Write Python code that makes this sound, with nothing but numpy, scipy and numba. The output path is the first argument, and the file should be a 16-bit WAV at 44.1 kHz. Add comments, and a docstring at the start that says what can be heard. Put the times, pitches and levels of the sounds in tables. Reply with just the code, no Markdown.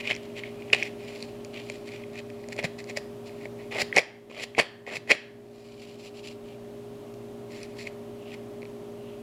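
"""Hands turn a cardboard model over in a small room: first come rubs, ticks and hard taps, as bursts of friction
noise and decaying modes of card walls, hollow body and thin edges. From 3.7 s its sprung slide is dragged back three
times, a swelling rasp, and slams home each time in a cluster of blows. Sparse, mostly faint scuffs and ticks follow.
Throughout, the echo is decaying noise, and a fan motor hums as harmonics over filtered noise. The camera's gain
control dips at the loudest peaks and recovers slowly."""
import sys
import numpy as np
from scipy import signal
from scipy.fft import rfft, irfft, next_fast_len
from scipy.io import wavfile
from scipy.ndimage import uniform_filter1d, minimum_filter1d, map_coordinates
from numba import njit

SR = 44100
rng = np.random.default_rng(int(sys.argv[2]) if len(sys.argv) > 2 else 0)


def transcribe(u):
    """Save the signal u as a 16-bit wav file named by the first command-line argument.

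    u: samples, shape (n,) or (channels, n), limited to [-1, 1]; the rate is SR.
    q: integer samples, one column per channel.
    """
    v = np.clip(np.atleast_2d(u).T, -1, 1)
    q = np.round(v * 32767).astype(np.int16)
    wavfile.write(sys.argv[1], SR, q)


def how_loud(loudness_db):
    """Turn decibels into a plain amplitude multiplier (0 dB gives 1, 20 dB gives 10)."""
    steps = np.asarray(loudness_db, float) / 20
    return 10 ** steps


N = 406602

# Modes of the stiff card walls. Each row: frequency in Hz, bandwidth in Hz, relative level in dB.
CARD_MODES = [(1620, 290, -13.5), (2019, 231.5, 2.5), (2197.6, 222.6, 1.5), (2430, 264.4, 2.5),
              (2749, 570, 7), (3255.6, 110, -5)]
# Modes of the hollow body. Each row: frequency in Hz, bandwidth in Hz, relative level in dB.
BODY_MODES = [(300, 510, -1), (469.7, 194, 0.5), (584, 82, -3), (727, 135, -13), (1045, 150, -12.5)]
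# Modes of the thin edges. Each row: frequency in Hz, bandwidth in Hz, relative level in dB.
EDGE_MODES = [(4348, 770.9, 1.5), (4965, 880, -0.5), (5654, 560, -10.5), (6952, 871, -1), (8474, 700, -14),
              (10000, 990, -8.5), (12500, 1600, -16)]
# Pitch that the grip lets the card walls favour. Each row: time in seconds, frequency in Hz.
GRIP_PITCH = [(0, 2430), (1.2, 2402), (1.45, 2610), (1.7, 2444), (2.2, 2352), (2.6, 2256), (2.95, 2240),
              (3.28, 2430), (3.46, 2157), (3.72, 2379), (4.0, 2189), (4.44, 2454), (4.59, 2288),
              (5.1, 2284), (5.5, 2449), (6.3, 2700), (7.5, 2330), (7.9, 2300), (8.21, 2930), (8.34, 2374),
              (8.65, 2260), (8.95, 2930)]
# The slide slams home. Each row: first contact in seconds, its peak in dB, hardest blow in seconds,
# its peak in dB, rattle level at the blow in dB.
SLAM_EVENTS = [(3.9677, 0.5, 3.9835, 8, -10), (4.589, -3, 4.5975, -1, -11),
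               (5.1034, -7.5, 5.1157, 6, -10.5)]


def slam_contacts():
    """Repeated impact: a first contact, the hardest blow, and loose parts bouncing unevenly around it."""
    first_body_db, first_edge_db = -4, -11.5  # over card
    blow_body_db, blow_edge_db = -12, -8.5  # over card
    bounce_gap_s, bounce_db, bounce_loss_db = 0.006, -12.5, 7.5  # level under the blow, loss per further bounce
    rows = []
    for first_s, first_db, blow_s, blow_db, _ in SLAM_EVENTS:
        rows.append((first_s, first_db, first_body_db, first_edge_db))
        rows.append((blow_s, blow_db, blow_body_db, blow_edge_db))
        for k in [-1, 1, 2, 3, 4]:  # one bounce before the blow, four after
            late = rng.uniform(-0.3, 0.3)
            luck = rng.standard_normal(3)
            bounce_s = blow_s + (k + late) * bounce_gap_s
            db = blow_db + bounce_db - bounce_loss_db * (abs(k) - 1) + 2 * luck[0]
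            rows.append((bounce_s, db, blow_body_db + 4 * luck[1], blow_edge_db + 4 * luck[2]))
    return rows


def contacts():
    """Impact excitation: each slam, tap or tick sets card, body and edges into free decay."""
    # Knocks and extra slam contacts, with more or less hollow body. Each row: time in seconds,
    # card peak in dB, hollow body in dB over card, edges in dB over card.
    knocks = [(0.7263, -25.5, -5, -17), (0.7294, -7, -18.5, -9.5), (0.7464, -14.5, -11.5, -7),
              (1.5419, -32, -6, -4), (1.6987, -23, -8.5, -3.5), (2.4862, -38.5, 3, 6),
              (2.5643, -37.5, 1, 3), (2.5889, -24, 2, -6), (2.6275, -30.5, 0, -6),
              (2.642, -20.5, 0.5, -9.5), (2.6493, -22.5, -1.5, -6.5), (2.8965, -35, 4.5, 2.5),
              (2.9085, -34.5, -7.5, -13.5), (2.9716, -20, -3.5, 1.5), (3.4547, -30.5, 0, -18.5),
              (3.8165, -18, -7, -10), (3.8202, -17.5, -11, -10), (3.9637, -14, -11, 2),
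              (4.298, -36.5, 6.5, -10.5), (4.3133, -34, 7, -5.5), (4.4369, -23.5, -4.5, -4),
              (4.5802, -12, 7, -15), (4.5851, -7.5, -6, -4.5), (4.6115, -14, -7, 0.5),
              (4.8738, -23.5, 0, -14), (4.9671, -17, -11, -26), (5.0746, -30, -3.5, -11),
              (8.6289, -35, 1, -12.5)]
    # Dry ticks and snaps, from fingers or the slide letting go, with little hollow body.
    # Each row: time in seconds, card peak in dB, edges in dB over card.
    dry_ticks = [(0.0532, -26, -16), (0.0739, -16.5, -12.5), (0.1018, -17.5, -14), (0.1172, -15.5, -15),
                 (0.142, -36, 2.5), (0.1504, -28.5, -0.5), (0.1633, -31.5, 2.5), (0.3801, -36.5, -4.5),
                 (0.4352, -25, -19.5), (0.4389, -31, -18.5), (0.621, -35, -14.5), (0.7009, -29, -19.5),
                 (0.7321, -5.5, -25), (0.8255, -12.5, -22), (0.8308, -23, -3.5), (1.0846, -36.5, -6),
                 (1.2045, -40, 4), (1.2256, -35, 11.5), (1.4477, -40, 9.5), (1.8889, -33, -8),
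                 (2.0363, -36.5, -16.5), (2.156, -35, -7.5), (2.3008, -40.5, -2.5), (2.44, -39.5, -7.5),
                 (2.5284, -34.5, 2.5), (2.8412, -40, 5), (3.294, -42, -8.5), (3.9263, -17, -29),
                 (4.549, -21.5, -22), (7.14, -50.5, 6), (7.5188, -41, -7), (7.6309, -38.5, 7.5),
                 (7.8115, -33, -6), (7.8694, -30, -10), (7.872, -25.5, -12.5), (8.3469, -42.5, -5),
                 (8.6191, -39, -5.5), (8.6529, -39, -4.5)]
    tick_body_db = -27  # over card
    scatter_hz = 110  # each contact favours a pitch a little off that of the grip
    ticks = [(s, db, tick_body_db, edge_db) for s, db, edge_db in dry_ticks]
    out = np.zeros(N + SR)
    for s, db, body_db, edge_db in ticks + knocks + slam_contacts():
        grip_hz = np.interp(s, *np.transpose(GRIP_PITCH)) + scatter_hz * rng.standard_normal()
        blow = ring(CARD_MODES, 0.0011, 1.8, grip_hz)
        blow = blow + how_loud(body_db) * ring(BODY_MODES, 0.0014, 7.25)
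        blow = blow + how_loud(edge_db) * ring(EDGE_MODES, 0.001, 5)
        out[round(s * SR):][:len(blow)] += how_loud(db) * blow
    return out[:N]


def thuds():
    """Low-frequency impact: a soft push excites one heavily damped mode."""
    # A palm pushing or a part coming to rest. Each row: time in seconds, peak in dB, frequency in Hz.
    pushes = [(2.642, -22, 166), (3.822, -27, 115), (4.594, -21.5, 157), (4.974, -32, 141)]
    out = np.zeros(N + SR)
    for s, db, hz in pushes:
        blow = ring([(hz, 45, 0)], 0.003, 0)
        out[round(s * SR):][:len(blow)] += how_loud(db) * blow
    return out[:N]


def ring(modes, rise_s, spread_db, grip_hz=None):
    """Modal decay after a soft contact, peak 1: each mode draws a new strength and phase."""
    t = np.arange(SR // 25)[:, None] / SR
    hz, width, db = np.transpose(modes)
    luck = rng.standard_normal((2, len(hz)))
    if grip_hz:
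        db = db + favoured_db(hz, grip_hz)
    decay = how_loud(db + spread_db * luck[0]) * np.exp(-np.pi * width * t)
    sound = (decay * np.sin(2 * np.pi * hz * t + 1.13 * luck[1])).sum(axis=1)
    sound = sound * (1 - np.exp(-(t[:, 0] / rise_s) ** 3))
    return sound / np.abs(sound).max()


def favoured_db(hz, grip_hz):
    """Boundary damping: the grip decides which card walls are free; modes far from its pitch ring less."""
    return np.maximum(-6 * ((hz - grip_hz) / 290) ** 2, -18)


def strokes():
    """Friction envelopes: how hard card, body and edges are stirred; overlapping strokes add in power."""
    # Finger strokes and parts shifting. Each row: loudest moment in seconds, card level in dB,
    # seconds to swell by 20 dB, seconds to fade by 20 dB, scratch in dB over card.
    # A negative swell time makes the stroke start abruptly, three times that long after the moment.
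    rubs = [(0.005, -37, 1.7, 0.0287, -12.5), (0.07, -32, 0.064, 0.0644, -15.5),
            (0.135, -46.5, -0.03, 0.23, -6.5), (0.441, -42, 0.02, 0.0857, -20), (0.7, -55, 1, 0.18, -10),
            (0.733, -17.5, 0.0031, 0.0256, -14.5), (1.22, -51.5, 0.31, 0.14, -2.5),
            (1.384, -60, 0.5, 0.12, -10), (1.702, -51, 0.2835, 0.2251, -3),
            (1.96, -50.5, 0.07, 0.1852, -9.5), (2.2, -39, 0.0764, 0.0067, -10),
            (2.395, -58.5, 0.4, 0.7737, -6.5), (2.526, -36, 0.0152, 0.0212, -4.5),
            (2.591, -29.5, 0.0233, 0.03, -13), (2.647, -25, 0.0106, 0.0183, -7),
            (2.789, -37.5, 0.0074, 0.0282, -4), (2.904, -40.5, 0.0319, 0.029, -5.5),
            (2.974, -30.5, 0.0144, 0.0142, -5), (3.122, -65, -0.06, 0.7, 2),
            (3.274, -48.5, .026, .04, -0.5), (3.364, -53, -0.02, 0.08, -8), (3.46, -47, .15, 0.0081, -10),
            (3.594, -48, .022, 0.1034, -10), (5.67, -55, 0.35, 0.47, -1),
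            (5.832, -49.5, 0.0133, 0.04, -0.5), (7.7, -56.5, 0.07, 0.25, -6),
            (7.874, -39.5, 0.0322, 0.0232, -8), (8.21, -59.5, 0.05, .5, -14.5),
            (8.342, -45, 0.087, 0.02, -9.5), (8.625, -52.5, -0.15, 0.16, -12.5),
            (9.07, -59, 0.2, 0.48, -16.5)]
    # Longer scuffs. Each row: start in seconds, stop in seconds, card level at the stop in dB,
    # swell on the way in dB, scratch in dB over card.
    scuffs = [(0.104, 0.112, -26, 2, -18), (0.369, 0.39, -38.5, 5.5, -12), (0.775, 0.875, -40, -6, -11),
              (1.0, 1.158, -46, 5, -8.5), (1.54, 1.611, -45, 0.5, -14), (1.863, 1.891, -48.5, 2, -7),
              (1.919, 1.953, -47, -1.5, -9.5), (5.8, 5.955, -55.5, -4.5, -2.5),
              (5.999, 6.078, -47, 4, -0.5), (6.161, 6.197, -49, -1, -2), (6.249, 6.325, -50.5, -5.5, -2),
              (6.449, 6.539, -56, 3, -7), (7.513, 7.651, -49.5, 0.5, -4.5),
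              (7.788, 7.831, -46.5, -1.5, -2.5)]
    # The slide is dragged back. Each row: start in seconds, stop in seconds, card level at the stop in dB,
    # swell on the way in dB, hollow body in dB over card.
    pulls = [(3.714, 3.82, -26, 13, -10), (4.302, 4.44, -29, 14.5, -12), (4.869, 4.97, -29, 4.5, -9.5)]
    rub_body_db = -12  # over card, for rubs and scuffs
    t, power = np.arange(N) / SR, np.zeros((3, N))

    def add(start_s, stop_s, rise_s, fall_s, db, swell_db, body_db, scratch_db, brightens_db=0, boom_db=0):
        """Exponential swell and fade: levels run straight in decibels, cut off after 60 dB."""
        on = slice(max(round((start_s - 3 * rise_s) * SR), 0), round((stop_s + 3 * fall_s) * SR))
        now = t[on]
        done = np.clip((now - start_s) / max(stop_s - start_s, 1 / SR), 0, 1)
        edges = np.maximum(start_s - now, 0) / rise_s + np.maximum(now - stop_s, 0) / fall_s
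        card = db - swell_db * (1 - done) - 20 * edges
        body = card + body_db + boom_db * np.sin(np.pi * done)  # booms most halfway
        scratch = card + scratch_db + brightens_db * done ** 3  # brightens towards the stop
        power[:, on] += how_loud([card, body, scratch]) ** 2

    for s, db, rise_s, fall_s, scratch_db in rubs:
        add(s, s, rise_s, fall_s, db, 0, rub_body_db, scratch_db)
    for start_s, stop_s, db, swell_db, scratch_db in scuffs:
        add(start_s, stop_s, 0.028, 0.028, db, swell_db, rub_body_db, scratch_db)
    for start_s, stop_s, db, swell_db, body_db in pulls:
        add(start_s, stop_s, 0.007, 0.0142, db, swell_db, body_db, scratch_db=-13, brightens_db=11, boom_db=7)
    for first_s, _, blow_s, _, db in SLAM_EVENTS:  # rattle
        add(first_s, blow_s, 0.01663, 0.0341, db, swell_db=6.5, body_db=-6.5, scratch_db=-11)
    return np.sqrt(power)


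def rubbing():
    """Stick-slip friction and rattle: dense uneven fibre catches, in clumps, drive the same resonances."""
    dull_db = 1.5  # loss per octave: rubbing stirs the higher edge modes less than a blow
    card, body, scratch = strokes()
    grip_hz = np.interp(np.arange(N) / SR, *np.transpose(GRIP_PITCH))
    clumps_db = 1.3 * wobble(50) + 2.8 * wobble(300)

    def rasp(modes, gripped):
        """Forced vibration: noisy catches pass each resonance, near rms 1 in sum whichever the grip favours."""
        catches = unit(rng.standard_normal(N) * how_loud(clumps_db + 2 * rng.exponential(size=N)))
        sound, power = 0, 0
        for hz, width, db in modes:
            gain = how_loud(db + gripped * favoured_db(hz, grip_hz))
            # two stages narrow the band, so each is made wider
            sound = sound + gain * unit(filtered(catches, resonance(hz, 1.508 * width)))
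            power = power + gain ** 2
        return sound / np.sqrt(power)

    lowest_hz = EDGE_MODES[0][0]
    dulled = [(hz, width, db - dull_db * np.log2(hz / lowest_hz)) for hz, width, db in EDGE_MODES]
    return card * rasp(CARD_MODES, True) + body * rasp(BODY_MODES, False) + scratch * rasp(dulled, False)


def resonance(hz, width):
    """Cascaded resonance: two equal band-pass stages in a row give steep skirts."""
    return lambda f: (1j * f * width / (hz * hz - f * f + 1j * f * width)) ** 2


def room(x):
    """Reverberation: each frequency dies at its own speed, and close contacts leave unlike tails."""
    # Each row: frequency in Hz, time to decay by 60 dB in seconds, echo level in dB.
    echo = [(294, .4, -21), (1100, 0.5, -14), (1750, 0.56, -12), (2300, .4, -23.5), (3160, 0.44, -11),
            (5460, 0.38, -17), (12000, 0.18, -15.5)]
    hz, t, z = signal.stft(rng.standard_normal((8, SR // 2)), SR, nperseg=256)
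    t60 = along([r[:2] for r in echo], hz)[:, None]
    level = how_loud(along([r[::2] for r in echo], hz))[:, None]
    decay = how_loud(-60 * t / t60)
    decay = decay / np.linalg.norm(decay, axis=1, keepdims=True) * level
    tails = signal.istft(z * decay, SR, nperseg=256)[1] / np.sqrt(128)  # energy 1 at 0 dB
    turn = np.arange(N) / 128 % 8  # the eight tails take turns every 2.9 ms, fading into each other
    wet = 0
    for k, tail in enumerate(tails):
        distance = np.abs((turn - k + 4) % 8 - 4)
        share = np.cos(np.pi / 2 * np.minimum(distance, 1))
        wet = wet + signal.fftconvolve(x * share, tail)
    return np.pad(wet, (200, 0))[:N]  # the echo starts 4.5 ms late


def fan():
    """Rotating-machine noise: shaft, rotor and mains harmonics over the broadband rush of air."""
    # Shaft tones. Each row: harmonic order, rms level in dB.
    shaft = [(2, -65), (4, -48.5), (5, -60.5), (6, -59), (7, -43.5), (10, -55), (11, -74), (16, -70.5)]
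    # Magnetic hum of the mains. Each row: harmonic order, rms level in dB.
    mains = [(1, -54), (2, -60), (3, -64), (5, -60.5)]
    # Tones of a second, slower rotor. Each row: harmonic order, rms level in dB.
    blade = [(2, -60.5), (4, -65.5), (5, -62.5), (7, -64)]
    # Spectrum of moving air and camera hiss. Each row: frequency in Hz, relative level in dB.
    air_spectrum = [(20, -21.5), (45, -5), (80, -10), (130, -3.5), (350, 0.5), (480, -6.5), (590, -2),
                    (760, -5.5), (860, -12.5), (1080, -12), (1500, -20), (3000, -21), (5000, -28),
                    (13000, -33), (15800, -38.5)]
    air = unit(filtered(rng.standard_normal(N), lambda hz: how_loud(along(air_spectrum, hz))))
    tones = hum(58.37, shaft, 0.39) + hum(120.0, mains, 0.8) + hum(52.45, blade, 1.2)
    return how_loud(-48 + 0.58 * wobble(1.6)) * air + tones


def hum(base_hz, orders, waver_db):
    """Harmonic series: sines at whole multiples of one frequency, each wavering a little in level."""
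    turn = 2 * np.pi * base_hz * np.arange(N) / SR
    out = np.zeros(N)
    for k, db in orders:
        level = np.sqrt(2) * how_loud(db + waver_db * wobble(4.8))
        out += level * np.sin(k * turn + rng.uniform(0, 2 * np.pi))
    return out


def unit(x):
    """Power normalisation: scale to rms 1."""
    return x / np.sqrt(np.mean(x ** 2) + 1e-20)


def along(points, hz):
    """Logarithmic frequency scale: interpolate (Hz, value) points along it."""
    f, v = np.transpose(points)
    return np.interp(np.log(hz + 1), np.log(f + 1), v)


def wobble(rate):
    """Smooth random modulation: a curve through rate random knots a second."""
    return map_coordinates(rng.standard_normal(int(N * rate / SR) + 4), [np.arange(N) * rate / SR])


def filtered(x, response):
    """Linear filtering: the spectrum of x times a complex response of frequency."""
    m = next_fast_len(N + SR // 2)
    return irfft(rfft(x, m) * response(np.fft.rfftfreq(m, 1 / SR)), m)[..., :N]


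def scene():
    """Superposition of hands, echo and fan; so small an object radiates little below 90 Hz."""
    hands = contacts() + thuds() + rubbing()
    hands = filtered(hands, lambda hz: (1j * hz / (90 + 1j * hz)) ** 2)
    return (hands + room(hands) + fan())[None]


@njit
def held_cut(x, top, back):
    """Peak limiting: the cut (natural log of gain) that keeps peaks under the top, melting away after."""
    out, cut = np.empty_like(x), 0.0
    for i in range(len(x)):
        cut = max(cut * back, np.log(abs(x[i]) / top + 1e-12))
        out[i] = cut
    return out


def roll_off(x):
    """The treble ends steeply here."""
    return signal.sosfilt(signal.butter(12, 15810, fs=SR, output="sos"), x)


def record(dry):
    """Look-ahead gain control: it dips smoothly 1.5 ms ahead of a peak and lets go over about a second."""
    ahead = 64  # samples
    cut = held_cut(dry[0], how_loud(-2.5), np.exp(-1 / (0.9 * SR)))
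    gain = np.exp(-uniform_filter1d(cut, size=ahead, origin=-(ahead // 2)))
    gain = minimum_filter1d(gain, size=ahead, origin=-(ahead // 2))
    return roll_off(dry * gain)


dry = scene()
out = record(dry)
transcribe(out)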